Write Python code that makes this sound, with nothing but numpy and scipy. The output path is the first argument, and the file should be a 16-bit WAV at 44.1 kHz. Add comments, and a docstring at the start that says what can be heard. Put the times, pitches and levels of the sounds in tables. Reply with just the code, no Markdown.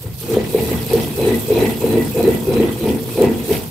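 """A small kitchen. Close by, a wooden pestle stirs wet paste in a glazed bowl, about three turns a second.
On each turn it bears on the wall and judders in uneven slips, with a few dull knocks; the bowl booms and
rocks on the floor. Grit scrapes and rings the wall faintly. The sticky paste crackles throughout,
squelches and now and then pops. The room answers briefly over a low background."""
import sys
import numpy as np
from scipy import signal
from scipy.fft import rfft, irfft, next_fast_len
from scipy.io import wavfile
from scipy.ndimage import uniform_filter1d, minimum_filter1d, map_coordinates

SR = 44100
rng = np.random.default_rng(int(sys.argv[2]) if len(sys.argv) > 2 else 0)


def digitize_waveform(pressure):
    """Quantize a signal to 16-bit integers and store it at the path in sys.argv[1].

    Rows of a 2-D input are taken as channels; values are limited to [-1, 1].
    """
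    field = np.atleast_2d(pressure).T
    bounded = np.clip(field, -1, 1)
    quanta = np.round(bounded * 32767).astype(np.int16)
    wavfile.write(sys.argv[1], SR, quanta)


N = 163170
ATTACK_S, TOP_HZ = 0.012, 15700
STIR_START_S, STIR_END_S, EASE_DB = 0.22, 3.637, 19.5  # the hand eases off outside this span

# Spectra of the room's background and echo. Each row: frequency in Hz, gain in dB.
BACKGROUND_EQ = [(18, -45), (32, -24), (50, -8), (80, -3), (125, 10), (200, -9), (500, -19.5), (1500, -34),
                 (6000, -43), (15000, -30)]
ROOM_EQ = [(60, -14), (150, -5.5), (350, -16.5), (600, -16.5), (1000, 0), (4000, 25)]
# Room decay. Each row: frequency in Hz, T60 in seconds.
ROOM_DECAY = [(100, 0.1), (1000, 0.75), (10000, 0.12)]
# Paste activity. Each row: time in seconds, level in dB.
PASTE_LEVELS = [(0, -41.5), (.03, -33.5), (.055, -46), (.18, -38), (.205, -33.5), (.26, -36), (.33, -31.5),
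                (.39, -38), (.45, -38.5), (.5, -31.5), (.68, -31), (.76, -33.5), (.95, -32), (1.15, -32.5),
                (1.29, -32.5), (1.45, -31), (1.57, -33.5), (1.83, -33.5), (1.98, -34), (2.13, -33),
                (2.28, -34), (2.7, -36.5), (2.88, -33.5), (3.02, -38), (3.21, -31.5), (3.3, -37.5),
                (3.41, -35.5), (3.54, -27), (3.6, -33.5), (3.7, -38.5)]
# Crackle position. Each row: frequency in Hz, left minus right in dB.
PASTE_PAN = [(2000, 7), (6600, -4.5), (8200, -5.5), (9800, -0.5), (10600, -6), (12200, -4), (15000, -14)]
# Bursting air pockets. Each row: start in seconds, level in dB.
POPS = [(0.865, -16), (.9335, -8.5), (1.587, -18), (1.926, -18), (2.229, -13), (2.239, -15.5), (2.278, -13),
        (2.289, -17), (2.339, -29), (2.889, -20), (3.2211, -12.5)]
# Squashed lumps. Each row: centre in seconds, spread in seconds, level in dB.
LUMPS = [(.215, 0.019, -43), (0.642, 0.097, -45), (.96, 0.12, -38.5), (2.8, 0.037, -45), (3.06, 0.036, -42),
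         (3.38, .04, -45), (3.535, 0.047, -33)]
# Spectra of crackle, bubbles and grit. Each row: frequency in Hz, gain in dB.
PASTE_EQ = [(500, -1), (2000, -12.5), (4500, 0.5), (6600, -2.5), (7900, 4), (9500, 5), (10500, 2),
            (12200, 7.5), (14300, 4.5), (15600, -5.5)]
SQUELCH_EQ = [(600, -41), (1300, -2.5), (2500, 1), (4500, 9.5), (6500, 6.5), (10000, -12)]
GRIT_EQ = [(300, -1), (900, 8.5), (1300, 2.5), (1600, 0.5), (2300, 0.5), (3200, 3), (4500, -6.5),
           (6500, -9.5), (15000, -21)]
# Wall modes. Each row: frequency and width in Hz, gain in dB, delay from the hardest point of a push
# and spread in seconds.
WALL_MODES = [(1970, 34, -2, 0.029, 0.043), (1827, 140, -8.5, -0.017, 0.041), (2545, 81, -7, -0.1, 0.055),
              (2638, 37, -10, 0.013, 0.048), (3372, 83, -14.5, -0.017, 0.13),
              (3995, 113, -5.5, -0.06, 0.048)]
# Bowl modes: rubbed glaze, base on the floor, hollow, body. 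Each row: frequency and width in Hz, gain in dB.
RUB_MODES = [(639.4, 6.7, 5.5), (713.4, 105, 1), (822, 180, -5.5), (862, 29, -7.5), (932, 11.7, -0.5)]
BASE_MODES = [(86.3, 12, -4.5), (118.7, 42, 1), (156.2, 15, -0.5)]
HOLLOW_MODES = [(216, 13, -3.5), (233.8, 12.4, 4), (287.5, 9.6, -1.5), (327.7, 19, -3.5)]
BODY_MODES = [(221, 23, -18.5), (289.4, 7.6, 0.5), (350.4, 8.7, -6), (385.6, 45, -7.5), (449, 29.4, 4),
              (495.4, 14, 0)]
# Spectral shapes over those modes. Each row: frequency in Hz, gain in dB.
RUB_EQ = [(100, -30), (500, 0), (620, 3), (980, 1.5), (1150, -25.5), (2500, 13), (6000, -33)]
BASE_EQ = [(18, -35), (32, -17), (50, 3), (170, 0), (260, -13), (600, -15), (3000, -47)]
HOLLOW_EQ = [(60, -18), (170, -20), (205, 2.5), (350, -2.5), (600, -7.5), (3000, -65)]
BODY_EQ = [(60, -22), (200, -18), (350, 11), (520, 1), (590, -15), (900, -10), (1500, -17), (6000, -50)]
# One push per turn. 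Each row: start and hardest point in seconds, then levels in dB of judder, boom,
# scrape, rub and wall ring.
PUSHES = [(0.044, 0.034, -29.5, -54, -38.5, -43.5, -54), (0.293, 0.384, -19, -24, -32, -35, -38.5),
          (0.537, 0.598, -20.5, -24, -44, -31, -40), (0.67, 0.73, -28, -23, -31.5, -33.5, -36),
          (0.899, 0.982, -19, -21.5, -29.5, -28.5, -36), (1.184, 1.31, -15, -20, -30.5, -29.5, -30.5),
          (1.487, 1.649, -17, -19.5, -28, -26.5, -30.5), (1.816, 1.97, -17, -14.5, -39, -29, -33.5),
          (2.158, 2.293, -13, -17, -38, -30, -33.5), (2.468, 2.629, -13, -17, -37, -31.5, -33.5),
          (2.815, 2.896, -17, -17.5, -35.5, -31, -39), (3.168, 3.248, -11.5, -14.5, -35, -26.5, -36.5),
          (3.492, 3.51, -16.5, -25.5, -43, -28, -40.5)]
_, HARDEST_S, JUDDER_DB, BOOM_DB, SCRAPE_DB, RUB_DB, WALL_DB = zip(*PUSHES)
# Pestle catching on the wall. Each row: start in seconds, peak in dB, pitch in Hz, T60 in seconds.
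KNOCKS = [(.369, -2, 433, .02), (.383, -8, 400, 0.019), (.545, -3, 430, .035), (.559, -9, 445, 0.036),
          (.714, -11, 420, .03), (0.934, -5, 446, 0.048), (.949, -10, 442, 0.044), (1.196, -9, 463, .03),
          (1.268, -7, 430, .06), (1.502, -6, 430, 0.043), (1.514, -7, 432, 0.062), (1.62, -8, 426, 0.045),
          (1.839, -5.5, 454, 0.043), (1.968, -8.5, 442, 0.07), (2.195, -18.5, 695, 0.041),
          (2.24, -8, 350, 0.011), (2.276, -2, 442, 0.048), (2.601, -6.5, 426, 0.035),
          (2.855, -12, 420, 0.033), (3.185, -23.5, 713, 0.11), (3.192, -8, 380, 0.027),
          (3.204, -6, 396, 0.026), (3.214, -6, 440, 0.04), (3.24, -5.5, 398, 0.0097),
          (3.257, -8, 367, 0.032), (3.509, -6.5, 423, 0.061)]


def amp(db):
    """Decibels to gain."""
    return 10 ** (np.asarray(db) / 20)


def unit(x):
    """Scale to rms 1."""
    return x / np.sqrt(np.mean(x ** 2) + 1e-20)


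def along(points, hz):
    """Interpolate (Hz, value) points on a log axis."""
    f, v = np.transpose(points)
    return np.interp(np.log(hz + 1), np.log(f + 1), v)


def wobble(knots_per_s):
    """Smooth random curve."""
    return map_coordinates(rng.standard_normal(4000), [np.arange(N) * knots_per_s / SR], mode="mirror")


def hump(centre_s, spread_s):
    """Gaussian swell, peak 1."""
    return np.exp(-.5 * ((np.arange(N) / SR - centre_s) / spread_s) ** 2)


def filtered(x, response):
    """Apply a complex frequency response."""
    m = next_fast_len(N + SR // 2)
    return irfft(rfft(x, m) * response(np.fft.rfftfreq(m, 1 / SR)), m)[..., :N]


def eq(x, points):
    """Apply a (Hz, dB) curve."""
    return filtered(x, lambda f: amp(along(points, f)))


def ring(x, modes):
    """Parallel resonators: (Hz, width in Hz, dB)."""
    return filtered(x, lambda f: sum(amp(db) * 1j * f * width / (hz * hz - f * f + 1j * f * width)
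                                     for hz, width, db in modes))


def stereo(make, shared):
    """Pair from one common and two separate draws; shared is a power fraction."""
    return np.sqrt(shared) * make() + np.sqrt(1 - shared) * np.array([make(), make()])


def patchy(x, depth_db, bins, frames):
    """Clumps: random level across bands and moments."""
    z = signal.stft(x, nperseg=256)[2]
    field = uniform_filter1d(rng.standard_normal(z.shape[1:]), bins, 0)
    field = unit(uniform_filter1d(field, frames, 1))
    return signal.istft(z * amp(depth_db * np.clip(field, -2.2, 2.2)), nperseg=256)[1][:, :N]


def grains(per_s, spread_db):
    """Clicks of random time, size and sign."""
    chance, size = rng.random(N), rng.standard_normal(N)
    return unit((chance < per_s / SR) * amp(spread_db * np.clip(size, -2.5, 2.5)) * rng.choice([-1, 1], N))


def slips(per_s, uneven, spread_db):
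    """Stick-slip: one-sided jerks at an uneven rate."""
    gap, size = rng.standard_normal((3000, 2)).T
    at = (np.cumsum(np.exp(uneven * gap)) * SR / per_s).astype(int)
    return unit(np.bincount(at[at < N], amp(spread_db * np.clip(size, -2, 1.5))[at < N], N))


def effort(levels_db, idle_db, swell_db, release_db_per_s, delay_s):
    """Each push bites, swells to its hardest point and lets go, over steady sliding."""
    t = np.arange(N) / SR - delay_s
    span_s = [STIR_START_S - ATTACK_S, STIR_START_S, STIR_END_S, STIR_END_S + 4 * ATTACK_S]
    power = amp(idle_db + np.interp(t, span_s, [-EASE_DB, 0, 0, -EASE_DB])) ** 2
    for (start_s, hardest_s, *_), db in zip(PUSHES, levels_db):
        bite = np.clip((t - start_s) / ATTACK_S + .5, 0, 1)
        rise_db = np.interp(t, [start_s, hardest_s], [-swell_db, 0])
        fall_db = release_db_per_s * np.maximum(t - hardest_s, 0)
        power += (bite * amp(db + rise_db - fall_db)) ** 2
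    return np.sqrt(power)


def background(rms_db=-33.5):
    """Steady low room noise."""
    noise = stereo(lambda: rng.standard_normal(N), shared=0.93)
    return unit(eq(noise, BACKGROUND_EQ)) * amp(rms_db)


def kitchen(x):
    """Short room echo, different at each ear."""
    hz, t, z = signal.stft(rng.standard_normal((2, SR // 2)), SR, nperseg=256)
    tail = signal.istft(z * amp(-60 * t / along(ROOM_DECAY, hz)[:, None]), SR, nperseg=256)[1]
    echo = signal.fftconvolve(x[None], tail / np.linalg.norm(tail[0]), axes=1)
    return eq(echo[:, :N], ROOM_EQ)


def paste(fizz_db=-1.5, smack_db=-8, pop_db=3, pop_s=0.00067):
    """Sticky paste tears: fine crackle, sparser smacks, popping air pockets."""
    t = np.arange(N) / SR
    smacks = stereo(lambda: grains(per_s=260, spread_db=4), shared=.1) * amp(smack_db + 3 * wobble(12))
    fizz = stereo(lambda: grains(per_s=12000, spread_db=1.5), shared=.04)
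    fizz *= amp(fizz_db + 1.8 * wobble(250))
    tearing = eq(patchy(fizz + smacks, depth_db=2.12, bins=14, frames=10), PASTE_EQ)
    tearing /= eq(unit(fizz), PASTE_EQ).std()
    tearing *= amp(np.interp(t, *np.transpose(PASTE_LEVELS)) + 0.78 * wobble(29.65))
    bursts = sum(amp(db + pop_db) * (t >= s) * np.exp(-np.abs(t - s) / pop_s) for s, db in POPS)
    pops = eq(.5 * bursts * rng.standard_normal((2, N)), PASTE_EQ)
    return filtered(tearing + pops, lambda f: amp(along(PASTE_PAN, f) * np.array([[.5], [-.5]])))


def squelch(count=9000, median_hz=3400, scatter=0.51, cycles_per_20_db=6, spread_db=3, trim_db=-10):
    """Small bubbles part, each a brief ring at its own pitch; louder where a lump is squashed."""
    at, t = rng.integers(0, N, count), np.arange(200) / SR
    pitch, size, side = rng.standard_normal((count, 3)).T
    hz = np.clip(median_hz * np.exp(scatter * pitch), 700, 9000)[:, None]
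    rings = np.sin(2 * np.pi * hz * t) * amp(-20 * hz * t / cycles_per_20_db)
    rings *= amp(spread_db * np.clip(size, -2, 2))[:, None]
    index = (at[:, None] + np.arange(len(t))).ravel()
    pans = np.cos(side + np.pi / 4), np.sin(side + np.pi / 4)
    bubbles = np.array([np.bincount(index, (rings * pan[:, None]).ravel(), N)[:N] for pan in pans])
    bubbles = eq(patchy(bubbles, depth_db=3, bins=8, frames=8), SQUELCH_EQ)
    stirring = amp(np.interp(np.arange(N) / SR, *np.transpose(PASTE_LEVELS)) + trim_db)
    lumps = sum(amp(db) * hump(s, spread_s) for s, spread_s, db in LUMPS)
    return unit(bubbles) * np.hypot(stirring, lumps)


def wall():
    """Grit rings each wall mode as the pestle passes its point of the turn."""
    out = 0
    for hz, width_hz, mode_db, delay_s, spread_s in WALL_MODES:
        passing = sum(amp(db + mode_db) * hump(s + delay_s, spread_s) for s, db in zip(HARDEST_S, WALL_DB))
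        grit = stereo(lambda: grains(per_s=2300, spread_db=9), shared=0.067)
        mode = ring(grit, [(hz, width_hz, 0)])
        out += passing * unit(ring(mode, [(hz, 6 * width_hz, 0)]))  # steeper skirts
    return out


def scrape(trim_db=-2.5):
    """Grit drags under the pestle in soft clumps."""
    push = effort(SCRAPE_DB, idle_db=-37, swell_db=3, release_db_per_s=115, delay_s=0.011)
    grit = stereo(lambda: grains(per_s=5100, spread_db=3.5), shared=0.16)
    clumps = patchy(grit, depth_db=4, bins=6, frames=7)
    return unit(eq(clumps, GRIT_EQ)) * push * amp(trim_db + 2.7 * wobble(63))


def rub():
    """The pestle's face rubs the glaze through each push."""
    push = effort(RUB_DB, idle_db=-48.5, swell_db=4, release_db_per_s=115, delay_s=0)
    jerks = stereo(lambda: slips(per_s=360, uneven=.7, spread_db=6), shared=0.71)
    return unit(eq(ring(jerks, RUB_MODES), RUB_EQ)) * push


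def rumble(push_db=-24.5):
    """The heavy bowl rocks on the floor just behind each push."""
    jerks = slips(per_s=260, uneven=.6, spread_db=1)
    push = effort([push_db] * len(PUSHES), idle_db=-34.5, swell_db=3.5, release_db_per_s=84, delay_s=0.011)
    return unit(eq(ring(jerks, BASE_MODES), BASE_EQ)) * push


def boom():
    """The bowl's hollow booms late in each push and lingers."""
    jerks = slips(per_s=240, uneven=.5, spread_db=3)
    push = effort(BOOM_DB, idle_db=-37.5, swell_db=9, release_db_per_s=90, delay_s=0.012)
    return unit(eq(ring(jerks, HOLLOW_MODES), HOLLOW_EQ)) * push


def knocks(rise_share=0.093):
    """Hard catches, cushioned by paste: a few cycles of one resonance build and die."""
    out, t = np.zeros(N + SR), np.arange(SR // 5) / SR
    for start_s, db, hz, t60_s in KNOCKS:
        rise = 1 - np.exp(-(t / (rise_share * t60_s)) ** 2)
        shape = rise * amp(-60 * t / t60_s)
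        out[round(start_s * SR):][:len(t)] += amp(db) * shape / shape.max() * np.sin(2 * np.pi * hz * t)
    return out[:N]


def judder():
    """The pestle slips along the wall and shakes the bowl's body."""
    jerks = slips(per_s=170, uneven=.6, spread_db=1)
    push = effort(JUDDER_DB, idle_db=-32.5, swell_db=5.5, release_db_per_s=209, delay_s=-0.011)
    body = lambda x: eq(ring(x, BODY_MODES), BODY_EQ)
    return body(jerks * push) / body(jerks).std()


def scene():
    """Bowl, grit and paste over the room's background."""
    leftward = np.array([[1], [-1]])
    bowl = judder() + boom() + rumble() + knocks()
    room_noise = background()
    gritty = (scrape() + wall() + squelch()) * amp(-0.9 * leftward)
    return bowl * amp(0.23 * leftward) + kitchen(bowl) + rub() + gritty + paste() + room_noise


def record(dry):
    """Fast limiter at full scale, then a brick-wall low-pass."""
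    needed = 1 / np.maximum(np.abs(dry).max(axis=0), 1)
    gain = uniform_filter1d(minimum_filter1d(needed, size=400), size=400)
    return filtered(dry * gain, lambda hz: hz < TOP_HZ)


dry = scene()
out = record(dry)
digitize_waveform(out)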